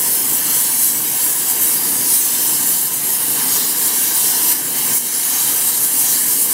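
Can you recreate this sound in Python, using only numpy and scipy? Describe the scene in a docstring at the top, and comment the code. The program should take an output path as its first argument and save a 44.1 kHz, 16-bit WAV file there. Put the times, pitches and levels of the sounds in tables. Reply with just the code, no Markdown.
"""A gas torch heats a steel block on a welding table, heard by one microphone two metres off.
The jet hisses at the tip, sizzles where it splashes on block and cord, rushes over the table and
roars softly below. Narrow bands in the hiss drift in pitch; the jet flares and falters.
Table, block and floor comb the noise with short echoes; the workshop adds a brief diffuse tail.
Twice the whole level dips and creeps back."""
import sys
import numpy as np
from scipy import signal
from scipy.fft import rfft, irfft, next_fast_len
from scipy.io import wavfile
from scipy.ndimage import uniform_filter1d, map_coordinates

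SR = 44100
rng = np.random.default_rng(int(sys.argv[2]) if len(sys.argv) > 2 else 0)


def persist_wave(psi):
    """Save psi, clipped to +-1, as 16-bit WAV."""
    counts = np.round(np.clip(psi, -1, 1) * 32767).astype(np.int16)
    wavfile.write(sys.argv[1], SR, np.atleast_2d(counts).T)


N = 287973
TIME_S = np.arange(N) / SR


def amp(db):
    """Decibels to gain."""
    return 10 ** (np.asarray(db) / 20)


def unit_rms(x):
    """Scale to rms 1."""
    return x / np.sqrt(np.mean(x ** 2) + 1e-20)


def bell(offset, width):
    """Gaussian of peak 1, given its full width at half height."""
    return np.exp(-np.log(2) * (2 * offset / width) ** 2)


def log_interp(points, hz):
    """Interpolate (frequency, value) points on a log frequency axis."""
    knots_hz, values = np.transpose(points)
    return np.interp(np.log(hz + 1), np.log(knots_hz + 1), values)


def wobble(rate_hz):
    """Smooth random curve, rate_hz knots a second."""
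    knots = rng.standard_normal(int(N * rate_hz / SR) + 4)
    return map_coordinates(knots, [np.arange(N) * rate_hz / SR])


def filtered(x, response):
    """Apply a complex frequency response."""
    size = next_fast_len(N + SR // 2)
    return irfft(rfft(x, size) * response(np.fft.rfftfreq(size, 1 / SR)), size)[..., :N]


def patches(shape, bins, frames):
    """Random field of rms 1, smooth over bins and frames."""
    field = rng.standard_normal(shape)
    for _ in range(2):
        field = uniform_filter1d(uniform_filter1d(field, bins, axis=0), frames, axis=1)
    return unit_rms(field)


def turbulence(spectrum, eddy_db, streak_db, drift_db):
    """Noise of rms 1: broad eddies come and go, narrow streaks flicker, bands drift."""
    z = signal.stft(rng.standard_normal(N), nperseg=2048, noverlap=1536)[2]
    streak = patches(z.shape, bins=2, frames=9)
    streak -= 0.25 * np.abs(streak)  # dips outdo peaks
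    gain_db = eddy_db * patches(z.shape, bins=40, frames=4) + streak_db * streak
    gain_db += drift_db * patches(z.shape, bins=14, frames=30)
    noise = signal.istft(z * amp(gain_db), nperseg=2048, noverlap=1536)[1][:N]
    return unit_rms(filtered(noise, lambda hz: amp(log_interp(spectrum, hz))))


# Jet spectrum: (frequency [Hz], relative density [dB])
JET_SPECTRUM = [(3500, -45), (6000, -11.5), (7000, -6), (8150, 0), (9400, 2), (12600, 0.5), (14000, -0.5),
                (15000, -0.5), (15700, -5)]
# Slow jet level: (time [s], level [dB])
JET_LEVELS = [(0, -17), (.9, -16.5), (1.4, -16), (2.15, -16.5), (2.9, -15.5), (3.6, -17.5), (4.4, -16),
              (5.15, -17), (5.6, -16.5), (6.53, -17)]


def jet(swell_db):
    """The smallest eddies hiss at the tip."""
    level_db = np.interp(TIME_S, *np.transpose(JET_LEVELS)) + swell_db
    return amp(level_db) * turbulence(JET_SPECTRUM, eddy_db=1.1, streak_db=3.0, drift_db=0.38)


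# Splash spectrum: (frequency [Hz], relative density [dB])
SPLASH_SPECTRUM = [(2000, -34), (3200, -7.5), (4500, -3.5), (6500, 1), (8000, -6.5), (11000, -30),
                   (15000, -33)]


def splash(level_db):
    """The jet sizzles where it hits block and cord."""
    return amp(level_db) * turbulence(SPLASH_SPECTRUM, eddy_db=1.2, streak_db=4.0, drift_db=-0.4)


# Reflection off the block: (time [s], delay [ms], gain [dB])
BLOCK_ECHO = [(0, 1.3, -22), (1.3, 1.6, -14), (1.55, 1.64, -13), (2.15, 1.16, -15), (2.5, 1.17, -24),
              (4.5, 1.25, -29), (6.53, 1.3, -25)]


def block_echo(x):
    """Add an echo whose delay glides as the torch is moved, so its notches slide."""
    times_s, delays_ms, gains_db = np.transpose(BLOCK_ECHO)
    delay_samples = np.interp(TIME_S, times_s, delays_ms) * SR / 1e3
    echo = map_coordinates(x, [np.arange(N) - delay_samples], mode="nearest")
    return x + amp(np.interp(TIME_S, times_s, gains_db)) * echo


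# Rush spectrum: (frequency [Hz], relative density [dB])
RUSH_SPECTRUM = [(250, -38), (550, -5), (950, -1), (1400, -4.5), (2000, -3), (3000, -2.5), (4000, -8.5),
                 (6500, -23.5)]


def rush(level_db):
    """Larger eddies rush over the table."""
    return amp(level_db) * turbulence(RUSH_SPECTRUM, eddy_db=0.82, streak_db=1.7, drift_db=0.33)


# Roar spectrum: (frequency [Hz], relative density [dB])
ROAR_SPECTRUM = [(20, -52), (35, -50), (55, -29), (90, -13.5), (130, -5.5), (260, 4), (450, 3), (650, -8),
                 (1200, -40)]


def roar(level_db):
    """The largest eddies make a soft, low roar."""
    return amp(level_db) * turbulence(ROAR_SPECTRUM, eddy_db=0.5, streak_db=1.2, drift_db=0.77)


# Flares (+) and falters (-): (time [s], change [dB], width [s])
JET_PUFFS = [(0.106, 2.5, 0.12), (0.343, 2.5, 0.054), (0.415, -1.5, 0.048), (0.557, 2, 0.043),
             (0.617, 1, 0.048), (0.71, -0.5, 0.042), (0.854, 4, 0.086), (0.983, -1.5, 0.3),
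             (1.267, 3, 0.11), (1.458, -1, 0.047), (1.512, 2.5, 0.03), (1.626, 3.5, 0.025),
             (1.675, 2.5, 0.076), (1.795, -2.5, 0.034), (2.146, 3, 0.049), (2.377, -1.5, 0.027),
             (2.583, -1, 0.039), (2.71, 3, 0.064), (2.823, 0.5, 0.057), (2.906, -4.5, 0.05),
             (3.01, -4.5, 0.089), (3.189, -2, 0.037), (3.266, -1.5, 0.039), (3.436, -1.5, 0.052),
             (3.51, -1, 0.028), (3.75, -3.5, 0.032), (3.874, 2.5, 0.03), (3.922, -3, 0.036),
             (4.122, -2.5, 0.052), (4.162, 1.5, 0.037), (4.405, -2, 0.035), (4.502, 1.0, 0.09),
             (4.634, -2.5, 0.032), (4.685, 0, 0.036), (4.964, 3.5, 0.051), (5.327, -0.5, 0.079),
             (5.727, -2.5, 0.03), (5.84, 3, 0.03), (5.901, -1, 0.046), (6.002, 2.5, 0.025),
             (6.317, 2.5, 0.057), (6.423, 3, 0.037), (6.476, -0.5, 0.031)]


def puffs_db():
    """The jet flares or falters for a moment, each time a bell in dB."""
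    return sum(db * bell(TIME_S - at_s, width_s) for at_s, db, width_s in JET_PUFFS)


# Slow levels as the torch is moved: (time [s], splash [dB], rush [dB], roar [dB])
AIM_LEVELS = [(0.0, -29.5, -31, -34), (0.15, -30, -33.5, -34), (0.3, -30, -32.5, -34),
              (0.45, -28.5, -31.0, -34.5), (0.58, -25.5, -31, -32.5), (0.72, -27.5, -32.5, -37.5),
              (0.85, -27, -32.5, -38), (1.0, -29.5, -35, -34), (1.17, -28.0, -32, -37.5),
              (1.35, -30.5, -34, -36.5), (1.5, -29, -31.5, -38), (1.62, -31.5, -32.5, -32.5),
              (1.78, -28.5, -32.5, -35.5), (1.95, -29.5, -32, -33), (2.1, -24, -32.5, -34),
              (2.22, -26, -33.5, -39), (2.4, -25.5, -31, -34.5), (2.55, -26.5, -31, -35),
              (2.7, -28.5, -32.5, -37), (2.88, -31, -35, -39), (3.05, -28, -33.5, -36.5),
              (3.27, -29, -31.5, -35.5), (3.31, -27.5, -32, -34.5), (3.41, -26, -30, -34.5),
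              (3.47, -27, -30, -34), (3.57, -23, -31, -35.5), (3.72, -28.5, -32.5, -35.5),
              (3.88, -25, -31, -34.5), (4.0, -26.5, -32.5, -35), (4.15, -24.5, -30.5, -36.5),
              (4.35, -25.0, -30.5, -35.5), (4.5, -24.5, -30, -36), (4.62, -27, -30, -33.5),
              (4.72, -29.5, -31, -32.5), (4.8, -27, -30, -34), (4.92, -26.5, -31, -30.5),
              (4.97, -28, -33.5, -37.5), (5.05, -25.5, -32, -32), (5.25, -25, -30.5, -38),
              (5.45, -24.5, -30.5, -36.5), (5.6, -27.5, -32, -35.5), (5.75, -26, -32.5, -36.5),
              (5.9, -30.5, -33, -35), (6.1, -22.5, -32.5, -38.5), (6.25, -27, -32.5, -38),
              (6.4, -27.5, -35, -39), (6.53, -28.5, -32.5, -37)]


def torch():
    """Four zones of one flame follow set level curves, with a slight waver and a shared flutter."""
    times_s, *levels_db = np.transpose(AIM_LEVELS)
    splash_db, rush_db, roar_db = (np.interp(TIME_S, times_s, db) for db in levels_db)
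    puff_db = puffs_db()
    jet_swell_db = 0.25 * (splash_db - splash_db.mean()) + puff_db + 0.25 * wobble(11)
    splash_db += 0.34 * puff_db + 0.35 * wobble(11)
    rush_db += 0.3 * wobble(11)
    roar_db += 0.3 * wobble(11)
    flutter_db = 0.12 * wobble(24) + 0.4 * wobble(180)
    return (jet(jet_swell_db + flutter_db)
            + block_echo(splash(splash_db + 0.53 * flutter_db))
            + rush(rush_db + 0.46 * flutter_db)
            + roar(roar_db + 0.27 * flutter_db))


# Bands of the hiss: (width [Hz], path of (time [s], centre [Hz], gain [dB]))
HISS_BANDS = [(600, [(0, 12350, 3), (1.2, 12450, 2), (1.45, 12300, 0), (2.9, 12200, 2), (3.5, 12550, 2.5),
              (3.75, 12250, 2), (4.8, 11900, 2.5), (5.15, 12200, -1), (5.25, 12850, 2), (6.1, 12250, 3),
              (6.53, 12200, 3.5)]), (350, [(0, 9500, 2), (.25, 9650, 5), (1.3, 9650, -0.5),
              (2.2, 9540, 5.5), (2.45, 9450, 2), (3.9, 9500, 0.5), (4.4, 9550, -3.5), (5.65, 9600, 4.5),
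              (6.53, 9500, 2)]), (250, [(0, 8800, -1), (1.5, 8950, -5), (3.6, 8920, 3), (4.45, 9000, 4),
              (5.1, 9130, 2), (5.7, 8850, -1.5), (6.53, 8880, 5)]), (220, [(0, 8200, -3), (1.5, 8020, -3),
              (1.9, 8050, 1), (2.3, 8030, -1), (3.5, 7950, -2), (4.25, 7930, -5), (4.8, 7950, -2),
              (5.6, 8020, -7), (6.53, 7950, -3)]), (420, [(0, 7800, 2), (.85, 7650, 3.5), (1.5, 7630, 3),
              (1.95, 7650, -3), (2.3, 7650, 5), (2.75, 7440, 3.5), (3.3, 7500, 1.5), (3.85, 7500, 2.5),
              (6.53, 7600, 4)]), (300, [(0, 6950, -3), (.35, 7200, -1.5), (.55, 7050, -1), (1.2, 6950, -9),
              (1.4, 7100, 3), (2.05, 7250, -1), (2.27, 7000, -2), (2.8, 6950, -2), (3.9, 7200, 0),
              (5, 6800, -2), (6.53, 7050, -2)]), (250, [(0, 5600, -3), (.5, 5650, -2.5), (.9, 6100, -3),
              (1.55, 6240, -1), (2, 6000, -2), (2.8, 5680, 0), (3.7, 6400, -10), (4.1, 6300, 1.5),
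              (5.8, 5650, -1.5), (6.53, 5350, 0)]), (250, [(0, 4900, 3), (.7, 5000, -5), (1.6, 4800, 3),
              (2, 4870, 6), (2.25, 4750, -5), (2.8, 4700, 0.5), (4.4, 4700, -0.5), (5.6, 4680, -1.5),
              (6.53, 4800, -1)]), (330, [(0, 3770, -5), (1.3, 3650, -3), (1.7, 3400, -4.5), (3.3, 3400, -4),
              (3.85, 3480, -1), (4.4, 3480, -3.5), (5.85, 3520, -2.5), (6.3, 3520, -4.5),
              (6.53, 3480, -4.5)])]


def sliding_bands(x):
    """Narrow bright and dark bands in the hiss drift in pitch, swell and fade."""
    hz, frame_s, z = signal.stft(x, SR, nperseg=1024)
    gain_db = 0
    for width_hz, path in HISS_BANDS:
        times_s, centres_hz, peaks_db = np.transpose(path)
        offset_hz = hz[:, None] - np.interp(frame_s, times_s, centres_hz)
        gain_db += np.interp(frame_s, times_s, peaks_db) * bell(offset_hz, width_hz)
    return signal.istft(z * amp(gain_db), SR, nperseg=1024)[1][:N]


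# Echoes off nearby hard surfaces: (delay [ms], gain [dB], cutoff [Hz])
SURFACE_ECHOES = [(.65, -26, 11900), (1.049, -14.5, 4000), (1.301, -33.5, 12000), (1.53, -31.5, 12000),
                  (6.8, -17, 9100)]


def surface_comb(hz):
    """Direct sound plus delayed, duller copies: a response with regular peaks and notches."""
    return 1 + sum(amp(db) * np.exp(-2j * np.pi * hz * delay_ms / 1e3) / (1 + (hz / cutoff_hz) ** 2)
                   for delay_ms, db, cutoff_hz in SURFACE_ECHOES)


# Workshop decay: (frequency [Hz], T60 [s])
WORKSHOP_T60 = [(200, 0.29), (2000, 0.84), (10000, 0.17)]


def workshop_tail(x):
    """Diffuse reverberation; each frequency dies at its own rate."""
    hz, frame_s, z = signal.stft(rng.standard_normal(SR // 2), SR, nperseg=256)
    decay_db = -60 * frame_s / log_interp(WORKSHOP_T60, hz)[:, None]
    tail = signal.istft(z * amp(decay_db), SR, nperseg=256)[1]
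    delayed = np.pad(x, (400, 0))  # 9 ms
    return signal.fftconvolve(delayed, tail / np.linalg.norm(tail))[:N]


# Dips of the whole sound: (time [s], depth [dB])
LEVEL_DIPS = [(4.53, 4), (4.981, 4.5)]


def dips_db(drop_s=0.0058, recover_s=0.27):
    """The level falls quickly and creeps back."""
    gain_db = 0
    for start_s, depth_db in LEVEL_DIPS:
        age_s = np.maximum(TIME_S - start_s, 0)
        gain_db -= depth_db * (1 - np.exp(-age_s / drop_s)) * np.exp(-(age_s / recover_s) ** 2)
    return gain_db


def scene():
    """Torch, echoes and workshop; one microphone feeds both channels."""
    near = filtered(sliding_bands(torch()), surface_comb)
    far = amp(-23) * workshop_tail(near)
    heard = amp(dips_db()) * (near + far)
    return np.array([heard, heard])


# Standing colour of table, workshop and microphone port: (centre [Hz], width [Hz], gain [dB])
STANDING_COLOUR = [(122, 11, 5.5), (151.4, 11, 5.5), (245, 21, 4), (294, 43, 1), (418, 32, -3),
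                   (501, 27, 5), (571, 31, -9), (683, 22, -2.5), (721, 45, 2.5), (820, 40, -1.5),
                   (963, 69, 5), (1413, 160, -2.5), (1557, 45, 7.5), (1713, 74, 4.5), (1990, 46, -3),
                   (2165, 43, 4), (2545, 110, -7), (3100, 120, 3), (4220, 360, 2), (5090, 300, 2.5),
                   (6650, 200, 0.5), (10350, 450, 2), (11020, 310, -0.5), (13450, 350, 1), (15200, 400, 2),
                   (12300, 1900, 1)]


def record(dry, ceiling=0.92, top_hz=15760):
    """The input stage rounds off the tallest peaks; the sound is then coloured and band-limited."""
    def colour(hz):
        gain_db = sum(db / (1 + (2 * (hz - centre_hz) / width_hz) ** 2)
                      for centre_hz, width_hz, db in STANDING_COLOUR)
        return amp(gain_db) * (hz < top_hz)

    rounded = dry / (1 + (dry / ceiling) ** 4) ** (1 / 4)
    return filtered(rounded, colour)


dry = scene()
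out = record(dry)
persist_wave(out)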